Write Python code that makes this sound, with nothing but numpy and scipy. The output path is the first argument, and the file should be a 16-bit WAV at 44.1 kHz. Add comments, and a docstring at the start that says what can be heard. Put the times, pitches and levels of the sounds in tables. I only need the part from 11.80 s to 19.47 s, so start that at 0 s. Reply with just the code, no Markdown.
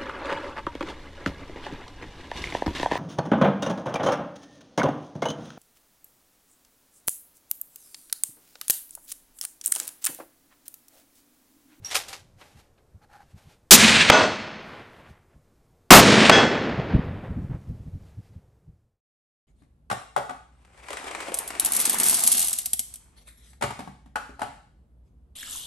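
"""A roofed wooden deck above a desert valley: a bolt is worked shut, then two rifle shots.
Each blast overloads the microphone, booms under the roof and scatters back from the slopes, duller
with distance. The bullet's crack returns from the brush; 0.4 s after the shot comes the slap and ring
of a far steel plate. Light wind buffets the microphone."""
import sys
import numpy as np
from scipy import signal
from scipy.fft import rfft, irfft, next_fast_len
from scipy.io import wavfile
from scipy.ndimage import uniform_filter1d

SR = 44100
rng = np.random.default_rng(int(sys.argv[2]) if len(sys.argv) > 2 else 0)


def materialize(psi):
    """Save the field psi as 16-bit PCM at rate SR to the path in sys.argv[1].

    A 1-D psi becomes a single channel; in a 2-D psi each row is a channel.
    """
    bounded = np.clip(np.atleast_2d(psi).T, -1, 1)
    quanta = np.round(bounded * 32767).astype(np.int16)
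    wavfile.write(sys.argv[1], SR, quanta)


N = 338247
T = np.arange(N) / SR
FREQS = np.maximum(np.arange(N // 2 + 1) * SR / N, 1)


# shots: start_s, blast_db, rattle_s, rattle_fall_db_per_s, escape_db_per_s, boom_db, boom_fall_db_per_s
SHOTS = [(1.908, 14, 0.039, 234, 901, -16.5, 38), (4.105, 16, 0.095, 171.5, 988.5, -11.5, 32.5)]
# blast spectrum, one per shot: freq_hz, gain_db
BLAST_COLOURS = [
    [(30, -15), (100, -11), (220, 7.5), (450, -6.5), (1500, -8), (3500, -2.5), (7000, -1), (14000, -9)],
    [(30, -11), (90, -6.5), (200, 4), (450, -4.5), (900, -1.5), (2000, -7.5), (5000, -15.5), (14000, -23.5)],
]
# roof resonances: pitch_hz, width_hz, gain_db
ROOF_MODES = [(218, 41, 4), (163, 8, -1.5), (290, 90, -19)]

def muzzle_blast(shot, spectrum):
    """The blast rattles between deck and roof and escapes; their low resonances boom on."""
    start, blast_db, rattle_s, rattle_fall, escape, boom_db, boom_fall = shot
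    envelope = burst(start, rattle_fall, .004) * undb(-np.clip(escape * (T - start - rattle_s), 0, 200))
    blast = undb(blast_db) * noise(colour(spectrum, FREQS)) * envelope
    boom = undb(boom_db) * noise(resonances(ROOF_MODES)) * burst(start, boom_fall, .005)
    return blast + boom


# valley returns, one row per shot: level_db, fall_db_per_s, extra_far_fall_db_per_s
RETURNS = [(-15.5, 32, 48), (-11.5, 29, 20)]
# strong reflectors: round_trip_s, spread_s, gain_db
HILLSIDES = [(0.499, .06, 3.5), (1.06, 0.063, 3), (1.36, 0.057, 3.5), (1.63, 0.033, 11)]

def valley_envelope(start, returns, head_round_trip_s=1.387):
    """Returns weaken with distance, swell at each hillside and thin out past the head of the valley."""
    db, fall, far_fall = returns
    hills_db = sum(gain_db * swell(start + trip, spread) for trip, spread, gain_db in HILLSIDES)
    return undb(db + hills_db) * burst(start, fall, .03) * held(start, head_round_trip_s, .089, far_fall)


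# echo spectrum before air loss, one per shot: freq_hz, gain_db
ECHO_COLOURS = [
    [(30, -18), (110, -0.5), (220, -6), (450, -3), (900, -5), (1900, -2.5), (3300, -4), (6000, -4),
     (9500, -3.5), (13000, -22)],
    [(30, -19), (110, 1), (220, 4.5), (450, 5.5), (900, -2), (1900, -2.5), (3300, -6), (6500, -7.5),
     (9500, -13.5), (13000, -34)],
]
AIR_LOSS_5KHZ_DB_PER_S, AIR_LOSS_EXPONENT = 22.5, 1.6

def valley_echoes(start, returns, spectrum):
    """Countless small echoes from rocks and brush; later ones have lost more treble to the air."""
    size = 3 * 2 ** 16
    span = slice(int(start * SR), int(start * SR) + size)
    age = T[span] - start
    scatter = rng.standard_normal(N) * undb(1.3 * walk(500) + .6 * walk(45))
    bins = rfft(scatter[span], size)
    octave = np.log2(np.maximum(np.arange(len(bins)) * SR / size, 1))
    echo, mid_power = 0, 0
    for hz in 31.25 * 2 ** np.arange(0, 9.1, .5):
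        window = np.maximum(1 - 2 * np.abs(octave - np.log2(hz)), 0)
        band = irfft(bins * window, size)[:len(age)]
        air_loss_db = AIR_LOSS_5KHZ_DB_PER_S * age * (hz / 5000) ** AIR_LOSS_EXPONENT
        gain = colour(spectrum, hz) * undb(-air_loss_db)
        echo += gain * band
        mid_power += gain ** 2 * np.var(band) * (700 < hz < 4100)
    out = np.zeros(N)
    out[span] = echo / np.sqrt(mid_power)  # the mid band carries the level
    return out * valley_envelope(start, returns)


# bullet strikes: start_s, slap_db, spray_db, spray_s, ring_db
STRIKES = [(2.299, 7.013, -13, 0.13, -18.5), (4.4959, 7.998, -14.5, 0.1, -13)]
# slap and spray spectrum: freq_hz, gain_db
STRIKE_COLOUR = [(40, -23), (200, 1), (500, 5), (800, 5.5), (2000, -2.5), (4000, -10), (8000, -21),
                 (14000, -67.5)]
# plate modes, driven differently at each impact point: pitch_hz, t60_s, first_hit_db, second_hit_db
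PLATE_MODES = [(626, 0.89, -5, -22), (1452, 0.44, 2.5, -13), (1513, 0.54, -21.5, -5),
               (1736, 0.68, -10, -5.5), (2090, 0.59, -20.5, -10), (2620, 0.64, -3.5, -9),
               (3330, 0.37, -1.5, 1.5), (3639, 0.45, -11, -22), (4320, 0.76, -11, -20),
               (4914, .45, -10, -27), (4950, .35, -13.5, -11.5), (5270, 0.36, -24.5, -11.5),
               (5335, 0.94, -19.5, -27), (6160, 0.33, -3.5, -12.5), (7230, 0.45, -26.5, -22)]

def steel_plate(hit):
    """The bullet slaps the steel, fragments spray the bank behind it and the plate rings on."""
    start, slap_db, spray_db, spray_s, ring_db = STRIKES[hit]
    modes = [(hz, hit_db[hit], t60) for hz, t60, *hit_db in PLATE_MODES]
    tone = colour(STRIKE_COLOUR, FREQS)
    slap = undb(slap_db) * noise(tone) * burst(start, 2300, .0002)
    settling = undb(-110 * np.clip(T - start - spray_s, 0, 1))
    spray = undb(spray_db) * noise(tone) * burst(start + .0065, 40, .0089) * settling
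    steel = undb(ring_db) * ring(modes, start + .02, waver_db=2, echo_db=-21.5)
    return slap + spray + steel * burst(start + .019, 0, .016)


def slap_dip(start, depth_db=-13, delay_s=.0145, width_s=.0024):
    """The level dips briefly just after a slap."""
    return undb(depth_db * swell(start + delay_s, width_s))


# crack returned by the brush, one row per shot: level_db, growth_db_per_s
CRACKLES = [(-15, -29), (-25, 29.5)]
# snap spectrum: freq_hz, gain_db
CRACKLE_COLOUR = [(300, -40), (1000, -13.5), (1700, 0.5), (2600, 2.5), (4000, -3), (5500, -14),
                  (8500, -16.5), (12000, -45.5)]

def bullet_crackle(start, stop, db, growth, rise_s=.14, fall_db_per_s=290.5):
    """Each bush and cactus returns the supersonic crack as a tiny snap, until the bullet stops."""
    flight_s = np.clip(T, start, stop) - start
    envelope = burst(start, 0, rise_s) * held(start, stop - start, rise_s, fall_db_per_s)
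    snaps = noise(colour(CRACKLE_COLOUR, FREQS)) * undb(.72 * walk(600) + 2.6 * walk(60))
    return snaps * envelope * undb(db + growth * (flight_s - rise_s))


# bolt clacks and knocks: start_s, level_db, t60_s, tilt_db_per_octave, corner_hz, relative_ping_db
CLACKS = [(0.047, -44, 0.59, 4, 12000, 17.5), (0.0523, -49, 0.13, 9, 14000, 5),
          (0.102, -39.5, 0.66, 3, 9100, -20), (0.111, -31.5, 0.47, 3, 9000, -20),
          (0.146, -22, 0.12, 3, 12000, -22.5), (0.154, -21.5, 0.17, 3, 14100, -31),
          (.283, -38, 0.17, 4, 11800, -27.5), (.329, -36.5, 0.2, 1.5, 11000, -27),
          (0.613, -42, 0.088, 1, 3880, -40.5), (.978, -63.5, 0.14, 0.5, 4000, -40.5)]
# bolt contact spectrum: freq_hz, gain_db
BOLT_COLOUR = [(100, -29), (300, -10), (550, -4.5), (900, -7.5), (1500, -10), (2400, -8.5), (5300, -13),
               (13000, -19.5), (15000, -34.5)]
# bolt ping: pitch_hz, level_db, t60_s
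BOLT_MODES = [(5655, -6, 0.24), (5616, 0.5, .12), (5790, -6, 0.064)]
# hollow rifle resonances: pitch_hz, width_hz, gain_db
RIFLE_MODES = [(810, 77, 5.5), (1510, 570, -8.5), (4287, 300, -25.5)]
# clothes rubbing: start_s, length_s, level_db
RUSTLES = [(0.016, 0.33, -52), (0.562, 0.25, -59), (1.306, 0.22, -70), (1.545, 0.19, -63), (2.8, .5, -66),
           (5.2, 1.35, -70)]
# rifle on its rest: centre_s, half_length_s, level_db
SCRAPES = [(1.236, 0.017, -55), (1.346, 0.038, -51.5), (1.417, .025, -56)]

def rifle_handling():
    """The bolt locks in gritty clacks with a thin ping; clothes rustle; the rifle scrapes its rest."""
    body = resonances(RIFLE_MODES)
    tone = colour(BOLT_COLOUR, FREQS) * (1 + .75 * body)
    grit = undb(2 * walk(700))
    rubbing = sum(undb(db) * held(start, length, .043, 219.5) for start, length, db in RUSTLES)
    sliding = sum(undb(db) * swell(centre, width) for centre, width, db in SCRAPES)
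    cloth_tone = tone * undb(-.4 * np.log2(FREQS))  # duller than steel
    rustle = rubbing * noise(cloth_tone) * undb(2 * walk(42))
    scrape = sliding * noise(body + .19 * tone) * grit
    out = rustle + scrape
    age = T[:SR // 2]
    for start, db, t60, tilt, corner_hz, ping_db in CLACKS:
        span = slice(int(start * SR), int(start * SR) + len(age))
        contact = tone * undb(tilt * np.log2(FREQS))
        contact /= 1 + (FREQS / corner_hz) ** 4  # softer contact, less treble
        out[span] += undb(db) * noise(contact, len(age)) * grit[span] * undb(-60 * age / t60)
        out += undb(db + ping_db) * ring(BOLT_MODES, start)
    return out


# gusts over the deck: peak_s, level_db
GUSTS = [(.05, -59.5), (3.201, -62.5), (5.15, -32.5)]
GUST_RISE_DB_PER_S, GUST_FALL_DB_PER_S = 37.5, 14
# single eddies: centre_s, peak_db
BUFFETS = [(.56, -51), (.77, -46), (1.162, -42.5), (1.555, -37), (1.673, -45), (3.302, -40.5),
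           (3.57, -43.5), (4.992, -19.5), (5.154, -7), (5.191, -14), (5.508, -24.5), (5.58, -23.5),
           (5.711, -22.5), (5.749, -22.5), (5.904, -23), (6.01, -33.5), (6.077, -31.5), (6.158, -31),
           (6.392, -29), (6.571, -30), (6.89, -32.5)]
# brisk gust spectrum: freq_hz, gain_db
WIND_COLOUR = [(25, -18.5), (70, -3), (140, 2), (240, -6), (400, -23), (1000, -56), (4000, -79)]
# distant roar spectrum: freq_hz, gain_db
ROAR_COLOUR = [(200, -6), (450, 5), (1000, -10.5), (2500, -23), (6000, -36.5)]

def wind(calm_db=-70, gentle_db=-50, brisk_db=-28, flutter_db=4):
    """Gusts flutter and thump on the microphone; a faint, low, distant roar swells and fades with them."""
    gentle = noise(colour(WIND_COLOUR, FREQS * 1.5))  # slow air rumbles lower
    brisk = noise(colour(WIND_COLOUR, FREQS))
    gusts_db = [db - np.maximum(GUST_RISE_DB_PER_S * (peak - T), GUST_FALL_DB_PER_S * (T - peak))
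                for peak, db in GUSTS]
    wind_db = np.maximum(np.max(gusts_db, axis=0), calm_db)
    briskness = np.clip((wind_db - gentle_db) / (brisk_db - gentle_db), .05, 1)
    eddies = np.sqrt(1 - briskness) * gentle + np.sqrt(briskness) * brisk
    rumble = eddies * undb(wind_db + flutter_db * walk(24))
    for centre, db in BUFFETS:
        width_s = .014 * np.exp(-(db + 25) / 63)  # strong eddies pass faster
        puff = eddies * swell(centre, width_s)
        rumble += undb(db) * puff / np.abs(puff).max()
    roar = noise(colour(ROAR_COLOUR, FREQS)) * undb(-41.5 + .45 * wind_db + 1.7 * walk(15))
    return rumble + roar


# still air spectrum: freq_hz, gain_db
DESERT_COLOUR = [(25, -1.5), (100, -5.5), (300, -11.5), (1000, -21), (3000, -33), (8000, -33),
                 (15000, -38.5)]

def desert_air(level_db=-64.5):
    """Faint, steady hush of still air."""
    return undb(level_db) * noise(colour(DESERT_COLOUR, FREQS))


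def undb(db):
    """Decibels to gain."""
    return np.exp(np.asarray(db) * (np.log(10) / 20))


def unit(x):
    """Scale to rms 1."""
    return x / np.sqrt(np.mean(x ** 2))


def colour(points, hz):
    """Gain at hz from (freq_hz, gain_db) points."""
    at, db = np.transpose(points)
    return undb(np.interp(np.log(hz), np.log(at), db))


def resonances(modes):
    """Gain over FREQS from (pitch_hz, width_hz, gain_db) peaks."""
    return sum(undb(db) / (1 + ((FREQS - hz) / (width / 2)) ** 2) for hz, width, db in modes)


def noise(gain, count=N):
    """Noise of rms 1, shaped by a gain over FREQS."""
    size = next_fast_len(count, True)
    gain = np.interp(np.arange(size // 2 + 1) * SR / size, FREQS, gain)
    return unit(irfft(rfft(rng.standard_normal(size)) * gain, size)[:count])


def walk(rate_hz):
    """Smoothed random levels, rms 1."""
    step = int(SR / rate_hz)
    levels = np.repeat(rng.standard_normal(N // step + 1), step)[:N]
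    return unit(uniform_filter1d(levels, step))


def burst(start, fall_db_per_s, rise_s):
    """Envelope: linear rise, exponential fall."""
    age = np.maximum(T - start, 0)
    return np.minimum(age / rise_s, 1) * undb(-np.minimum(fall_db_per_s * age, 200))


def held(start, length_s, rise_s, fall_db_per_s):
    """Envelope: rise, hold until length_s, fall."""
    return burst(start, 0, rise_s) * undb(-np.clip(fall_db_per_s * (T - start - length_s), 0, 200))


def swell(centre, width_s):
    """Bell envelope, width_s to either side."""
    return np.exp(-np.minimum(((T - centre) / width_s) ** 2, 20))


def ring(modes, start, waver_db=0, echo_db=-80):
    """Struck modes die away; many paths make each waver, and late echoes let it linger."""
    age, out = T[:SR], np.zeros(N)
    for hz, db, t60 in modes:
        envelope = undb(-60 * age / t60) + undb(echo_db - 55 * age)
        waver = np.interp(age, np.linspace(0, 1, 60), rng.standard_normal(60))
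        tone = np.sin(2 * np.pi * (hz * age + rng.random()))
        out[int(start * SR):][:SR] += undb(db + waver_db * waver) * envelope * tone
    return out


# left-right part of each blast: relative_db, length_s
BLAST_SIDES = [(-14, .055), (-19.5, 0.043)]

def scene():
    """Stereo mix; only the first, close rattle of each blast differs between the microphone ports."""
    mid, side = 0, 0
    for k, shot in enumerate(SHOTS):
        fired_s, hit_s = shot[0], STRIKES[k][0]
        mid += muzzle_blast(shot, BLAST_COLOURS[k])
        mid += valley_echoes(fired_s, RETURNS[k], ECHO_COLOURS[k])
        mid += bullet_crackle(fired_s, hit_s, *CRACKLES[k])
        mid += steel_plate(k)
        side_db, side_s = BLAST_SIDES[k]
        side += undb(side_db) * muzzle_blast(shot, BLAST_COLOURS[k]) * held(fired_s, side_s, .0023, 2500)
    for hit_s, *_ in STRIKES:
        mid *= slap_dip(hit_s)
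    mid += rifle_handling() + wind() + desert_air()
    return np.array([mid + side, mid - side])


def record(dry, ceiling=.88, knee=.5, hold_s=.071, top_hz=14800, fade_end_s=7.206, fade_s=.95):
    """The input clips hard, gain control eases the overload down, and the sound fades out."""
    clipped = dry / (1 + (dry / ceiling) ** 8) ** (1 / 8)
    pole = np.exp(-1 / (hold_s * SR))
    loudness = signal.lfilter([1 - pole], [1, -pole], np.abs(clipped).mean(axis=0))
    gain = 1 / np.sqrt(1 + (loudness / knee) ** 4)
    fade = np.clip((fade_end_s - T) / fade_s, 1e-4, 1) ** .83
    lowpass = signal.ellip(8, .2, 70, top_hz, fs=SR, output="sos")
    return signal.sosfilt(lowpass, clipped * gain * fade)


dry = scene()
out = record(dry)
materialize(out)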